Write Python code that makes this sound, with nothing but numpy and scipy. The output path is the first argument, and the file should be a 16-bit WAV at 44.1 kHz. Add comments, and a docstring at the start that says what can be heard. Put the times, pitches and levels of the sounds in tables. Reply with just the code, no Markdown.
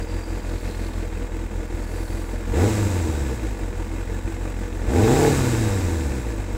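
"""Motorcycle idling and revving twice

A cold four-cylinder engine idles with an uneven beat and is revved twice, heard over the handlebars.
Each firing gives a low thump and a pulse into the pipes and airbox, which bark when the throttle opens.
Valves clatter and the cam chain sizzles, more so at speed. Behind them are a rumble, a thin tick
and three soft swells of hiss."""
import sys
import numpy as np
from scipy import signal
from scipy.fft import rfft, irfft
from scipy.io import wavfile
from scipy.ndimage import uniform_filter1d

SR = 44100
rng = np.random.default_rng(int(sys.argv[2]) if len(sys.argv) > 2 else 0)


def output_pcm(signal):
    """Save a mono or channel-first signal as 16-bit PCM at the path in sys.argv[1].

    Samples are clipped to [-1, 1] before scaling.
    """
    pcm = np.clip(np.atleast_2d(signal).T, -1, 1) * 32767
    wavfile.write(sys.argv[1], SR, np.round(pcm).astype(np.int16))


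N = 289735
TIME = np.arange(N) / SR

# The cylinders in firing order: exhaust_db, valve_tap_db, pipe_delay_s
CYLINDERS = [(-1.5, 3, 0), (-2.5, 0.5, 0), (-2.5, 1.5, 0.0004), (-2, 1, 0.001)]
# Quick twists of the throttle: start_s, held_s, climb_s, top_firings_per_s, coast_s
REVS = [(2.515, .12, .187, 111.3, .963), (4.866, .39, .372, 150.6, 1.212)]


def firing_rate(climb_ease=1.536, coast_ease=1.239):
    """Firings per second: each rev climbs quickly from idle, then friction slows the engine."""
    # The drifting idle speed: time_s, firings_per_s
    idle_points = [(0, 42.73), (.8, 43.18), (1.1, 41.19), (2.4, 43.16), (3.8, 42.77), (4.4, 45.52),
                   (4.85, 42.46), (6.4, 46.67)]
    rate = idle = np.interp(TIME, *np.transpose(idle_points))
    for start, _, climb_s, top, coast_s in REVS:
        climb = 1 - (1 - np.clip((TIME - start) / climb_s, 0, 1)) ** climb_ease
        coast = np.clip(1 - (TIME - start - climb_s) / coast_s, 0, 1) ** coast_ease
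        rate = rate + (top - idle) * climb * coast
    return rate


def throttle(lead_s=.056, open_s=.15, shut_s=.08):
    """The throttle, from 0 (shut) to 1 (open); it starts to open just before the engine answers."""
    opening = np.zeros(N)
    for start, held_s, *_ in REVS:
        twist = np.clip((TIME - start + lead_s) / open_s, 0, 1)
        release = np.clip(1 - (TIME - start - held_s) / shut_s, 0, 1)
        opening += twist * release
    return opening


def crank(rate, lead=.11, depth=.91, half_s=.032):
    """Counts firings and gives their push; in a stumble the crank runs ahead, then drops back."""
    # Runs of evenly spaced stumbles in the cold idle: first_s, last_s, count, relative_depth
    stumbles = [(.07, .6, 4, .72), (.735, .735, 1, .55), (.915, 2.26, 8, .72), (2.385, 2.44, 2, .48),
                (3.39, 3.89, 4, .5), (4.06, 4.71, 5, .62), (6.245, 6.47, 3, .5)]
    push, firings = np.ones(N), np.cumsum(rate) / SR
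    for first, last, count, relative_depth in stumbles:
        for time_s in np.linspace(first, last, count):
            dip = depth * relative_depth * swell(time_s, half_s)
            push *= 1 - dip
            firings -= 2 * lead * dip * (TIME - time_s) / half_s
    return firings, push


def thump(firings, push, speed, sharpness=1.75, band_hz=(26, 170), boom_hz=(75, 110)):
    """Each firing sends a rounded hump of pressure out of the booming silencer."""
    hump = np.exp(sharpness * (np.cos(2 * np.pi * firings) - 1))
    flow = hump * push * strengths(firings, scatter_db=2.3 - .7 * speed)
    lows = signal.sosfiltfilt(signal.butter(2, band_hz, "band", fs=SR, output="sos"), flow)
    ring = signal.sosfiltfilt(signal.butter(1, boom_hz, "band", fs=SR, output="sos"), flow)
    return levelled(lows + .45 * ring)


def boom(rate, centre_hz=92, width_hz=22, lift_db=2):
    """The thump swells as the firing rate passes the pitch at which the silencer rings."""
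    return amp(lift_db / (1 + (2 * (rate - centre_hz) / width_hz) ** 2))


def gas(firings, rate, rough, jitter, soft_hz):
    """Each firing gives a soft pulse and a noisy puff; pipes of unequal length make them growl."""
    delay_s = np.array(CYLINDERS)[np.round(firings).astype(int) % len(CYLINDERS), 2]
    pulses = levelled(clicks(firings + .078 - delay_s * rate, jitter))
    pulses = signal.sosfilt(signal.butter(2, soft_hz, fs=SR, output="sos"), pulses)
    swirl = levelled(puffs(firings + .074, length=1.0, floor=.56))
    return ((1 - rough) * pulses + rough * swirl) * strengths(firings, scatter_db=1.2)


def pipes(firings, push, rate, speed, opening, howl_db=4.5):
    """The gas rings the pipes, more cleanly at speed; an open throttle lets the airbox howl."""
    # Tone of pipes and airbox, throttle shut and open: pitch_hz, level_db
    shut_tone = [(150, -7), (200, -1), (280, -5), (400, -5.5), (490, -4.5), (560, -7.5), (700, -11.5),
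                 (900, -17), (1200, -25)]
    open_tone = [(150, -4.5), (230, 4), (305, -3.5), (380, 5.5), (470, -0.5), (570, -7), (690, -4),
                 (850, -9), (1200, -16)]
    # Where they ring: pitch_hz, width_hz, shut_db, open_db
    rings = [(210, 36, 3, 4), (257.2, 25, 6.5, 5.5), (326.2, 43.5, 12.5, 11.5), (445.6, 22, 4, 14.5),
             (483, 31, 9, 6.5), (600, 36, 5.5, 8.5), (810, 130, -9.5, 16), (893, 72, 6.5, -6)]
    coasting = gas(firings, rate, rough=.63 * (1 - .58 * speed ** .5), jitter=.016, soft_hz=380)
    coasting *= (push + .02) ** .55
    pulling = gas(firings, rate, rough=.48 - .39 * speed, jitter=.015, soft_hz=660)
    burble = levelled(body(coasting, shut_tone, np.delete(rings, 3, axis=1)))
    howl = levelled(body(pulling, open_tone, np.delete(rings, 2, axis=1)))
    airflow = np.clip(opening * speed, 0, 1)
    return np.sqrt(1 - airflow) * burble + np.sqrt(airflow) * amp(howl_db) * howl


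def clatter(firings, push):
    """Valves tap the engine cases at each firing; slack gears knock in between."""
    # Tone of the cases: pitch_hz, level_db
    tone = [(700, -2.5), (900, -1.5), (1080, -8.5), (1400, -9.5), (2000, -7.5), (2700, -15), (3100, -16.5),
            (4000, -21)]
    # Where they ring: pitch_hz, width_hz, lift_db
    rings = [(939, 150, 2.6), (1158, 53, 6.2), (1475, 170, 6.5), (1712, 71, 6.1), (2155, 58, 5),
             (2443, 95, 5), (2673, 97, 5.9)]
    taps = clicks(firings - .08, jitter=.0497) * strengths(firings, scatter_db=2.5, metal=True)
    valves = levelled(echoes(taps, share=1.0, span_s=.006))
    knocks = clicks(3 * firings, jitter=.3) * strengths(3 * firings, scatter_db=4, metal=True)
    scrape = puffs(firings, length=.69, floor=.58) * strengths(firings, scatter_db=1, metal=True) ** .68
    drive = (.36 * valves + .29 * levelled(knocks) + levelled(scrape)) * (push + .063) ** .36
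    return levelled(body(drive, tone, rings))


def chain(firings, push, links_per_firing=9):
    """Chain links and gear teeth sizzle, tugged by each cam that lifts a valve."""
    # Tone of chain and gears: pitch_hz, level_db
    tone = [(2500, -7), (3100, -8.5), (4400, -5), (5900, -5), (6800, -3), (7900, -3.5), (8500, -6),
            (9500, -10), (12000, -13.5), (15500, -15)]
    # Where they ring: pitch_hz, width_hz, lift_db
    rings = [(3466, 130, 3), (3795, 150, 9), (4005, 60, 3), (4715, 110, 3.5), (5103, 170, 4), (6500, 90, 3),
             (6739, 130, 4.5), (7342, 110, 4.5), (7530, 110, 3.5), (7830, 200, 5.5), (8118, 90, 4),
             (8871, 170, 3.5), (11000, 250, 2), (12876, 150, 4.5)]
    links = links_per_firing * firings
    teeth = levelled(clicks(links, jitter=.2) * strengths(links, scatter_db=1.5, metal=True))
    rub = levelled(puffs(firings - .1, length=.48, floor=1.4))
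    drive = (.61 * teeth + rub) * (push + .05) ** .42
    return levelled(body(echoes(drive, share=.3, span_s=.02), tone, rings))


def shake(firings, push, speed, drone_hz=91, width_hz=18, idle_db=-43, rev_db=-26):
    """The engine shakes the body panels into a rumble that grows with speed."""
    knocks = puffs(firings, length=.78, floor=.77) * push
    rumble = body(knocks, tone=[(36, 0), (55, -1.5), (110, -3)], rings=[(drone_hz, width_hz, 5)])
    return (amp(idle_db) + amp(rev_db) * speed) * levelled(rumble)


def tick(firings, fade_s=.004, level_db=-64):
    """A thin, bright tick every fourth firing, as from the nearest fuel injector."""
    t = TIME[:SR // 50]
    snap = rng.standard_normal(len(t)) * np.exp(-t / fade_s)
    beats = clicks((firings - 2.1) / 4, jitter=.006) * strengths(firings, scatter_db=2.5, metal=True)
    snaps = signal.oaconvolve(beats, snap)[:N]
    sound = body(snaps, tone=[(3000, -10), (9000, -5), (13000, -3), (15500, 18)])
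    return amp(level_db) * sound / np.std(sound)


def hiss(grain_hz=90):
    """Swells of hiss, each a band of noise with airy treble above it."""
    # The swells: peak_s, half_length_s, pitch_hz, width_hz, band_db, air_db
    swells = [(.17, .26, 4770, 220, -52.5, -65), (.74, 0.32, 4230, 2010, -50.5, -55.5),
              (2.07, 0.3, 4570, 650, -54.5, -51.5)]
    # Tone of the airy treble: pitch_hz, level_db
    air_tone = [(6000, -2), (9000, 2), (12000, -5), (15000, -6)]
    air = levelled(body(rng.standard_normal(N), air_tone))
    sound = np.zeros(N)
    for peak_s, half_s, pitch_hz, width_hz, band_db, air_db in swells:
        # the faster the phase wanders, the wider the band
        wander = np.cumsum(np.sqrt(np.pi * width_hz / SR) * rng.standard_normal(N))
        grain = signal.sosfilt(signal.butter(2, grain_hz, fs=SR, output="sos"), rng.standard_normal(N))
        band = levelled(grain * np.cos(2 * np.pi * pitch_hz * TIME + wander))
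        sound += swell(peak_s, half_s) * (amp(band_db) * band + amp(air_db) * air)
    return sound


def echoes(x, share, span_s, count=24):
    """Adds quick echoes between the tank, body panels and windscreen."""
    delay, sign = rng.random(count), rng.choice([-1, 1], count)
    taps = np.zeros(int(span_s * SR) + 1)
    taps[(delay * span_s * SR).astype(int)] = sign * np.exp(-delay)
    return x + share * signal.oaconvolve(x, taps / np.linalg.norm(taps))[:N]


def body(x, tone, rings=(), size=8192):
    """Shapes x with a broad tone (pitch_hz, level_db) and rings (pitch_hz, width_hz, lift_db)."""
    hz = np.fft.rfftfreq(size, 1 / SR)
    pitch_hz, level_db = np.transpose(tone)
    db = np.interp(np.log(hz + 1), np.log(pitch_hz), level_db)
    octaves_outside = np.log2(np.maximum(np.maximum(pitch_hz[0] / (hz + 1), hz / pitch_hz[-1]), 1))
    db -= 24 * octaves_outside
    db += sum(lift / (1 + (2 * (hz - centre) / width) ** 2) for centre, width, lift in rings)
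    # build the filter so that ringing comes after each hit, never before it
    cepstrum = irfft(np.log(amp(np.maximum(db, -100))))
    cepstrum[1:size // 2] *= 2
    cepstrum[size // 2 + 1:] = 0
    response = irfft(np.exp(rfft(cepstrum)))[:size // 2]
    return signal.oaconvolve(x, response)[:N]


def strengths(count, scatter_db, metal=False):
    """Strength of each beat: the cylinders' exhaust (or metal tap) levels in turn, plus chance."""
    beat = np.round(count).astype(int)
    own_db = np.array(CYLINDERS)[beat % len(CYLINDERS), 1 if metal else 0]
    return amp(own_db + scatter_db * rng.standard_normal(N)[beat])


def clicks(count, jitter):
    """One click at each whole count, early or late by a random share of a beat."""
    nearest = np.round(count).astype(int)
    late = np.clip(jitter * rng.standard_normal(N)[nearest], -.45, .45)
    passed = nearest + (count - nearest > late)
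    return np.maximum(np.diff(passed, prepend=passed[0]), 0).astype(float)


def puffs(count, length, floor):
    """Noise that flares at each whole count and fades towards a floor; length is in beats."""
    return (floor + np.exp(-(count % 1) / length)) * rng.standard_normal(N)


def loudness(levels, rate, pull, idle_rate=43):
    """A part grows louder with engine speed, and more while the engine pulls."""
    idle_db, doubling_db, pull_db = levels
    return amp(idle_db + doubling_db * np.log2(rate / idle_rate) + pull_db * pull)


def levelled(x, size=8200):
    """Evens out slow changes in loudness and keeps the quick beats."""
    power = uniform_filter1d(uniform_filter1d(x ** 2, size), size // 2)
    return x / np.sqrt(power + 1e-12)


def swell(peak_s, half_s):
    """A smooth rise and fall around peak_s."""
    return np.exp(-((TIME - peak_s) / half_s) ** 2)


def amp(db):
    """Turns decibels into a gain."""
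    return 10 ** (np.asarray(db) / 20)


def scene(rattle_db=6.0, whirr_db=1.5, pull_fade=.88):
    """One crank drives every engine part; near top speed the valves and chain grow harsher."""
    # Loudness of each part: idle_db, speed_doubling_db, full_pull_db
    thump_levels = (-27.3, 3, 7.5)
    pipe_levels = (-35, 6.5, 9)
    clatter_levels = (-42.5, 4, 7)
    chain_levels = (-50, 9, 3.5)
    rate, opening = firing_rate(), throttle()
    firings, push = crank(rate)
    speed = (rate - rate.min()) / np.ptp(rate)  # 0 slowest, 1 fastest
    torque = 1 - pull_fade * speed
    pull, early_pull = opening * torque, np.sqrt(opening) * torque  # thump and chain answer first
    exhaust = loudness(thump_levels, rate, early_pull) * boom(rate) * thump(firings, push, speed)
    exhaust += loudness(pipe_levels, rate, pull) * pipes(firings, push, rate, speed, opening)
    metal = loudness(clatter_levels, rate, pull) * amp(rattle_db * speed ** 2) * clatter(firings, push)
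    metal += loudness(chain_levels, rate, early_pull) * amp(whirr_db * speed ** 2) * chain(firings, push)
    # The metal sounds dip briefly: time_s, half_length_s, level_db
    dip = (1.48, 0.33, -1.3)
    dip_s, half_s, dip_db = dip
    metal *= amp(dip_db * swell(dip_s, half_s))
    return (exhaust + metal + shake(firings, push, speed) + tick(firings) + hiss())[None]


def record(dry, edge_hz=15800):
    """Cuts away the very highest treble."""
    low_pass = signal.firwin(511, edge_hz, window=("kaiser", 9), fs=SR)
    return signal.oaconvolve(dry, low_pass[None], "same")


dry = scene()
out = record(dry)
output_pcm(out)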